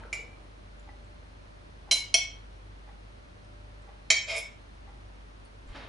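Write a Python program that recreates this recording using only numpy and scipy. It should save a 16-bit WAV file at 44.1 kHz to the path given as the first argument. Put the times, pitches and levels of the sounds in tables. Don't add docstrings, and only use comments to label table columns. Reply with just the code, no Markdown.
import sys
import numpy as np
from scipy import signal
from scipy.fft import rfft, irfft, next_fast_len
from scipy.io import wavfile
from scipy.ndimage import uniform_filter1d

SR = 44100
rng = np.random.default_rng(int(sys.argv[2]) if len(sys.argv) > 2 else 0)


def persist_wave(psi):
    counts = np.round(np.clip(psi, -1, 1) * 32767).astype(np.int16)
    wavfile.write(sys.argv[1], SR, np.atleast_2d(counts).T)


def undo_db(level):
    steps = np.asarray(level, float) / 20
    return 10 ** steps


N = 259616


def on_log(table, hz):
    f, v = np.transpose(table)
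    return np.interp(np.log(np.maximum(hz, 1)), np.log(f), v)


def shaped(x, table):
    n = x.shape[-1]
    size = next_fast_len(n)
    gain = undo_db(on_log(table, np.fft.rfftfreq(size, 1 / SR)))
    return irfft(rfft(x, size) * gain, size)[..., :n]


def unit(x):
    return x / np.sqrt(np.mean(x ** 2))


def add(out, s, x):
    i = int(s * SR)
    out[i:i + len(x)] += x[:len(out) - i]


def ring(hz, strength, rise_cycles, twin_db=-13):
    t = np.arange(SR // 3) / SR
    hz = np.reshape(hz, (-1, 1))
    db, t60 = np.transpose(strength)[:, :, None]
    off = 1 + 0.024 * rng.standard_normal((2, len(hz), 1))
    hz = np.r_[hz, hz * off[0], hz * off[1]]
    db = np.r_[db, db + twin_db, db + twin_db]
    t60 = np.r_[t60, 0.45 * t60, 0.45 * t60]
    sign = rng.choice([-1, 1], size=hz.shape)
    swell = 1 - np.exp(-t * hz / rise_cycles)
    decay = np.exp(-np.log(1000) * t / np.clip(t60, 0.004, 0.4))
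    y = (sign * undo_db(db) * swell * decay * np.sin(2 * np.pi * hz * t)).sum(axis=0)
    return y / np.abs(y).max()


def blows(hits, hz, strength, rise_cycles, low_hz):
    out = np.zeros(N)
    body = ring(hz, strength, rise_cycles)
    t = np.arange(SR // 25) / SR
    thin = signal.butter(4, low_hz, "high", fs=SR, output="sos")
    dull = signal.butter(2, [330, 1400], "band", fs=SR, output="sos")
    for s, db, ms, crack_db, thud_db in hits:
        push = t[:200] * np.exp(-t[:200] / (max(ms, 0.005) / 1000))
        noise = rng.standard_normal((2, len(t))) * np.minimum(t / 0.0023, 1)
        crack = signal.sosfilt(thin, noise[0] * np.exp(-t / 0.0098))
        thud = 4 * signal.sosfilt(dull, noise[1] * np.exp(-t / 0.01))
        add(out, s, undo_db(db) * body)
        add(out, s, undo_db(db + crack_db) * np.convolve(crack, push / push.sum()))
        add(out, s, undo_db(db + thud_db) * thud)
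    return out


def knocks(events, spread, rub_s):
    out = np.zeros(N)
    t = np.arange(SR // 40) / SR
    for s, db, hz, t60 in events:
        detune = spread * np.clip(np.r_[0, rng.standard_normal(2)], -2, 2)
        body = ring(hz * (1 + detune), [(-3.0, t60), (-5.0, t60), (-10.0, t60)], rise_cycles=0.16)
        rub = (0.39 + rng.standard_normal(len(t))) * np.exp(-t / rub_s)
        knock = signal.fftconvolve(body, rub)
        add(out, s, undo_db(db) * knock / np.abs(knock).max())
    return out


# pitch in Hz, level in dB, line width in Hz, wobble share.
FRIDGE_LINES = [(48.5, -50, 3.8, 0.27), (72.6, -60, 7.7, 0.36), (93.7, -68, 8, .55), (100, -62, 11, 0.81),
                (592, -70.5, 3, 0.46), (4160, -85, 2, 1)]


def fridge():
    t, out = np.arange(N) / SR, 0
    for hz, db, width_hz, share in FRIDGE_LINES:
        k = int(SR / width_hz)
        wobble = [unit(uniform_filter1d(uniform_filter1d(rng.standard_normal(N), k), k)) for _ in range(2)]
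        drift = 1.32 + share * (wobble[0] + 1j * wobble[1])
        out = out + undo_db(db) * np.real(drift * np.exp(2j * np.pi * hz * t))
    return out


# frequency in Hz, density in dB per Hz.
AIR_COLOUR = [(15, -23), (35, -17.5), (100, -11), (140, -16), (300, -19), (700, -25.5), (1270, -28),
              (4230, -37), (6500, -42.5), (7600, -50.5), (8600, -45), (9400, -47), (10200, -51.5),
              (11000, -46.5)]
# frequency in Hz, side minus mid in dB.
AIR_WIDTH = [(60, -12), (110, -8), (190, -2.5), (340, 0), (610, 4.5), (1100, 5), (1960, 4), (3510, 1),
             (6270, -3.5), (11200, -8.5)]


def air():
    mid, side = shaped(rng.standard_normal((2, N)), AIR_COLOUR)
    return undo_db(-56) * np.array([mid, shaped(side, AIR_WIDTH)]) / np.std(mid)


# start in seconds, peak level in dB, held level in dB,
# top frequency in Hz at the peak, top frequency in Hz once slowed.
FOOT_SLIDES = [
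    (.001, -51.5, -64.5, 2800, 1200),
    (5.755, -45, -55, 4220, 3750),
]


def shuffle():
    onset_s, settle_s, length_s = 0.011, 0.045, 0.45
    lead_db, lead_s = -14.5, 0.07
    out, t = np.zeros(N), np.arange(N) / SR
    unevenness = unit(uniform_filter1d(rng.standard_normal(N), 150))
    grain = rng.standard_normal(N) * undo_db(1.2 * unevenness)
    for s, peak_db, held_db, fast_hz, slow_hz in FOOT_SLIDES:
        dull, sharp = (unit(shaped(grain, [(60, -20), (300, 0), (hz / 2.2, -3), (hz, -9), (hz * 2.0, -34)]))
                       for hz in (slow_hz, fast_hz))
        early, late = np.maximum(s - t, 0), np.maximum(t - s, 0)
        speed = np.exp(-late / settle_s)
        db = held_db + (peak_db - held_db) * speed + lead_db * (1 - np.exp(-early / onset_s))
        moving = (early < lead_s) * (late < length_s)
        out += moving * undo_db(db) * (dull + speed * (sharp - dull))
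    return out


# start in seconds, level in dB, pitch in Hz, t60 in seconds.
FOOTFALLS = [
    (5.655, -43, 40, .08),
    (5.697, -37, 40, .14),
    (5.72, -42, 98, .15),
    (5.785, -45, 98, .12),
    (.002, -46, 95, .1),
]


def footsteps():
    return knocks(FOOTFALLS, spread=0.09, rub_s=0.0012)


# start in seconds, level in dB, pitch in Hz.
FOOD_CLICKS = [(.01, -48.5, 900), (.035, -40, 1340), (.05, -45.5, 480), (.19, -45.5, 480), (.235, -48, 480),
               (.795, -57, 7470), (.796, -67, 9600), (.89, -49, 1970), (1.045, -63, 7600),
               (1.14, -68, 9350), (3.446, -64, 9050), (3.447, -61, 5240), (3.82, -61.5, 8130),
               (4.75, -64, 8970), (5.1, -50, 950), (5.45, -56.5, 9500), (5.455, -59, 4480),
               (5.675, -57.5, 7600), (5.69, -61.5, 9000)]


def food_clicks():
    return knocks([(s, db, hz, min(62 / hz, 0.064)) for s, db, hz in FOOD_CLICKS], spread=0.05, rub_s=0.0024)


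# start in seconds, level in dB, contact in ms, crack in dB, thud in dB.
TOUCH_HITS = [
    (.128, -21.5, 0.032, -6.5, -23),
    (.145, -36, .03, -14, -17),
]
TOUCH_HZ = [(474, 641, 1355, 2007, 2089, 2277, 2353, 2842, 2948, 3953, 4171, 4752, 5340, 5687, 6476, 7051, 7301, 9292, 10872, 10990)]
# level in dB, t60 in seconds.
TOUCH_MODES = [(-27, 0.095), (-22.5, 0.077), (-33, 0.13), (-24, 0.1), (-16, 0.079), (-2.5, 0.057),
               (-8, 0.088), (-19, 0.084), (-21, 0.055), (-33, 0.13), (-28, 0.055), (-25, 0.082),
               (-17, 0.043), (-21, 0.059), (-24, 0.056), (-19, 0.05), (-17, 0.075), (-32, 0.1),
               (-40, 0.083), (-31, 0.072)]


def light_touch():
    return blows(TOUCH_HITS, TOUCH_HZ, TOUCH_MODES, rise_cycles=2.8, low_hz=1740)


CLOCK_PITCHES = [(820, 1130, 1367, 1970, 2400, 3630)]
# level in dB, t60 in seconds.
CLOCK_MODES = [(3, 0.08), (-11.5, 0.07), (-12.5, 0.047), (-13.5, 0.066), (-17, .03), (-15.5, 0.016)]
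# level in dB, contact in ms, crack in dB, thud in dB.
HAND_RELEASE = (-49.5, 0.3, -8.5, -8)
# level in dB, contact in ms, crack in dB, thud in dB.
HAND_CATCH = (-44.5, 0.4, -6, -10)


def wall_clock():
    ticks = []
    for s in 0.874 + 1.0003 * np.arange(6):
        ticks += [(s, *HAND_RELEASE), (s + 0.014, *HAND_CATCH)]
    ticks = [row for row in ticks if row[0] < N / SR]
    return blows(ticks, CLOCK_PITCHES, CLOCK_MODES, rise_cycles=1.5, low_hz=900)


# start in seconds, level in dB, contact in ms, crack in dB, thud in dB.
RIM_TAPS = [
    (1.9112, -8.5, 0.0041, -11.5, -28.5),
    (1.917, -13, .01, -5, -22.5),
]
RIM_PITCHES = [(670, 1996, 2058, 2202, 2249, 2392, 2869, 2947, 3088, 3143, 3795, 3895, 4060, 4860, 4935, 5061, 5228, 5412, 5487, 5696, 6031, 6476, 7005, 8169, 8795, 9026, 10805, 10968)]
# level in dB, t60 in seconds.
RIM_MODES = [(-27, 0.087), (-30.5, 0.061), (-27, 0.097), (-12, 0.14), (-6.5, 0.053), (-16.5, 0.049),
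             (-9.5, 0.092), (-37.5, 0.097), (-13, 0.047), (-9.5, 0.079), (-24.5, 0.12), (-30.5, 0.043),
             (-1.5, 0.26), (-25.5, 0.13), (-17.5, 0.43), (-33.5, 0.13), (-3, 0.023), (-12.5, 0.09),
             (-32.5, 0.03), (-13, 0.073), (-15, 0.084), (-12, 0.073), (-23.5, 0.09), (-22.5, 0.09),
             (-34, 0.036), (-20, 0.09), (-18.5, 0.19), (-18, 0.079)]


def rim_tap():
    return blows(RIM_TAPS, RIM_PITCHES, RIM_MODES, rise_cycles=2.5, low_hz=2240)


# start in seconds, level in dB, contact in ms, crack in dB, thud in dB.
WALL_TAPS = [
    (2.141, -6, 0.018, -15.5, -34.5),
    (2.1435, -17.5, 0.018, -15, -20.5),
]
WALL_PITCHES = [(671, 765, 822, 2205, 2566, 3089, 3166, 3313, 3415, 4158, 4341, 4937, 5150, 5257, 5718, 5872, 6370, 6416, 6803, 7362, 7734, 9065, 9236, 9413, 10584, 10680, 10739, 10826)]
# level in dB, t60 in seconds.
WALL_MODES = [(-13.5, 0.074), (-27, 0.062), (-27.5, 0.022), (-4.5, 0.097), (-6.5, 0.029), (-21.5, 0.15),
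              (-6, 0.045), (-12, 0.067), (-24, 0.28), (-11, 0.037), (-8, 0.046), (-10.5, 0.05),
              (-15.5, 0.049), (-32.5, 0.055), (1, 0.03), (-17, 0.2), (-32, 0.048), (-21.5, 0.085),
              (-30, 0.12), (-25.5, 0.15), (-30, 0.037), (-19, 0.057), (-13, 0.029), (-52, 0.04),
              (-30.5, 0.12), (-41, 0.25), (-51.5, 0.11), (-27.5, 0.065)]


def wall_tap():
    return blows(WALL_TAPS, WALL_PITCHES, WALL_MODES, rise_cycles=4.0, low_hz=1770)


# start in seconds, level in dB, contact in ms, crack in dB, thud in dB.
FIRM_HITS = [
    (4.102, -5, 0.041, -8, -28.5),
    (4.108, -12.5, .03, -9, -26.5),
]
FIRM_HZ = [(445, 639, 1709, 1870, 2063, 2266, 2425, 2521, 2987, 3095, 3189, 3818, 3916, 4126, 4384, 4490, 4546, 4642, 5296, 5410, 5771, 6046, 6475, 6620, 7254, 7328, 9102, 9308)]
# level in dB, t60 in seconds.
FIRM_MODES = [(-25.5, 0.11), (-23, 0.093), (-34, 0.14), (-26, 0.17), (-12, 0.11), (-2.5, 0.15), (-11, 0.12),
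              (-12.5, 0.09), (-27.5, 0.13), (-16.5, 0.055), (-9.5, 0.18), (-25, 0.15), (-12.5, 0.15),
              (-15, 0.12), (-11.5, 0.05), (-14.5, 0.084), (-20.5, 0.051), (-20, 0.09), (-29.5, 0.14),
              (-5.5, 0.055), (-20.5, 0.12), (-10.5, 0.071), (-21, 0.1), (-10, 0.1), (-6, 0.14), (-21, 0.11),
              (-27.5, 0.13), (-30, 0.12)]


def firm_blow():
    return blows(FIRM_HITS, FIRM_HZ, FIRM_MODES, rise_cycles=1.2, low_hz=1600)


SCRAPE_HZ = [(447, 670, 774, 1881, 2064, 2132, 2260, 2427, 2573, 3188, 3548, 3675, 3925, 4380, 5196, 5373, 5490, 5774, 6296, 6366, 7058, 7150, 7228, 7332, 8395, 9041, 9971, 10888)]
# level in dB, t60 in seconds.
SCRAPE_MODES = [(-21.5, 0.12), (-9.5, 0.081), (-21, 0.12), (-25, 0.068), (-12, 0.083), (-8.5, 0.047),
                (3.5, 0.053), (-9.5, 0.12), (-28, 0.16), (-8.5, 0.17), (-21, 0.11), (-16.5, 0.11),
                (-17, 0.14), (-22, 0.16), (-3, 0.039), (-6.5, 0.079), (-24, 0.12), (-10.5, 0.034),
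                (-29, 0.073), (-34, 0.1), (-33, 0.089), (-17, 0.086), (-28, 0.12), (-15, 0.066),
                (-31, 0.09), (-22, 0.062), (-24, 0.047), (-22.5, 0.077)]
# centre in seconds, extra level in dB.
PRESSURE_SURGES = [
    (4.311, 3.8),
    (4.372, 2.3),
]


def scrape():
    start_s, end_s, level_db = 4.283, 4.378, -34
    grip_db_per_s, lift_db_per_s, surge_s = 1500, 950, 0.012
    flick_s, flick_rise_s, slow_treble_db, fast_treble_db = 4.349, 0.0067, -10.5, 3.5
    t = np.arange(N) / SR
    db = level_db - grip_db_per_s * np.maximum(start_s - t, 0) - lift_db_per_s * np.maximum(t - end_s, 0)
    for s, more_db in PRESSURE_SURGES:
        db = db + more_db * np.exp(-((t - s) / surge_s) ** 2)
    flick = 0.5 * (1 + np.tanh((t - flick_s) / flick_rise_s / 2))
    treble_db = slow_treble_db + (fast_treble_db - slow_treble_db) * flick
    slips = rng.random(N) < 7000 / SR
    clicks = slips * rng.standard_normal(N) * undo_db(1.2 * rng.exponential(size=N))
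    clicks = unit(clicks) * undo_db(np.maximum(db, -200))
    slow = shaped(clicks, [(3000, 0.5), (6000, -4.5), (11000, -8.5)])
    bright = np.diff(clicks * undo_db(treble_db), 2, prepend=[0, 0])
    force = slow + bright
    body = ring(SCRAPE_HZ, SCRAPE_MODES, rise_cycles=0.45)
    ringing = signal.fftconvolve(force, body)[:N] / np.sqrt(np.sum(body ** 2))
    grit = shaped(force, [(250, -43), (600, 2), (2500, -6), (4500, -0.5), (5400, -1.5), (7000, -2.5),
                          (11000, -25.5)])
    return ringing + grit


# frequency in Hz, t60 in seconds.
KITCHEN_T60 = [(250, 0.33), (1000, 0.4), (3000, 0.39), (6000, 0.3), (11000, 0.19)]
# frequency in Hz, side minus mid in dB.
KITCHEN_WIDTH = [(100, -29), (300, -4), (600, -7), (1500, -1.5), (3000, -4), (6000, -8), (11000, -5)]


def room(x):
    t, tail = np.arange(SR // 2) / SR, 0
    for hz in 88 * 2.0 ** np.arange(8):
        octave = [(hz / 2, -40), (hz / 1.3, 0), (hz * 1.3, 0), (hz * 2, -40)]
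        band = shaped(rng.standard_normal((2, len(t))), octave)
        tail = tail + band * np.exp(-np.log(1000) * t / on_log(KITCHEN_T60, hz))
    spectrum = rfft(tail)
    tail = irfft(spectrum / np.sqrt(uniform_filter1d(np.abs(spectrum) ** 2, size=14)), len(t))
    tail = np.array([shaped(tail[0], [(80, -28.5), (250, 0.5)]), shaped(tail[1], KITCHEN_WIDTH)])
    tail = tail * np.minimum(t / 0.002, 1) * np.clip((0.455 - t) / 0.1, 0, 1)
    return signal.fftconvolve(x[None], tail, axes=1)[:, :N]


def scene():
    jar = light_touch() + rim_tap() + wall_tap() + firm_blow() + scrape()
    clock, food, feet = wall_clock(), food_clicks(), shuffle()
    to_room = undo_db(-2.5) * jar + undo_db(-6.5) * clock + undo_db(-2) * food + undo_db(0.5) * feet
    mid, side = room(to_room) + air()
    mid = mid + jar + clock + food + feet + footsteps() + fridge()
    side = side - 0.055 * jar
    return np.array([mid + side, mid - side])


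def low_pass(x):
    return signal.sosfilt(signal.butter(12, 11820, fs=SR, output="sos"), x)


def record(dry):
    top_cut = signal.ellip(12, 0.5, 45, 11020, fs=SR, output="sos")
    mix = signal.sosfilt(top_cut, dry)
    return low_pass(mix)


dry = scene()
out = record(dry)
persist_wave(out)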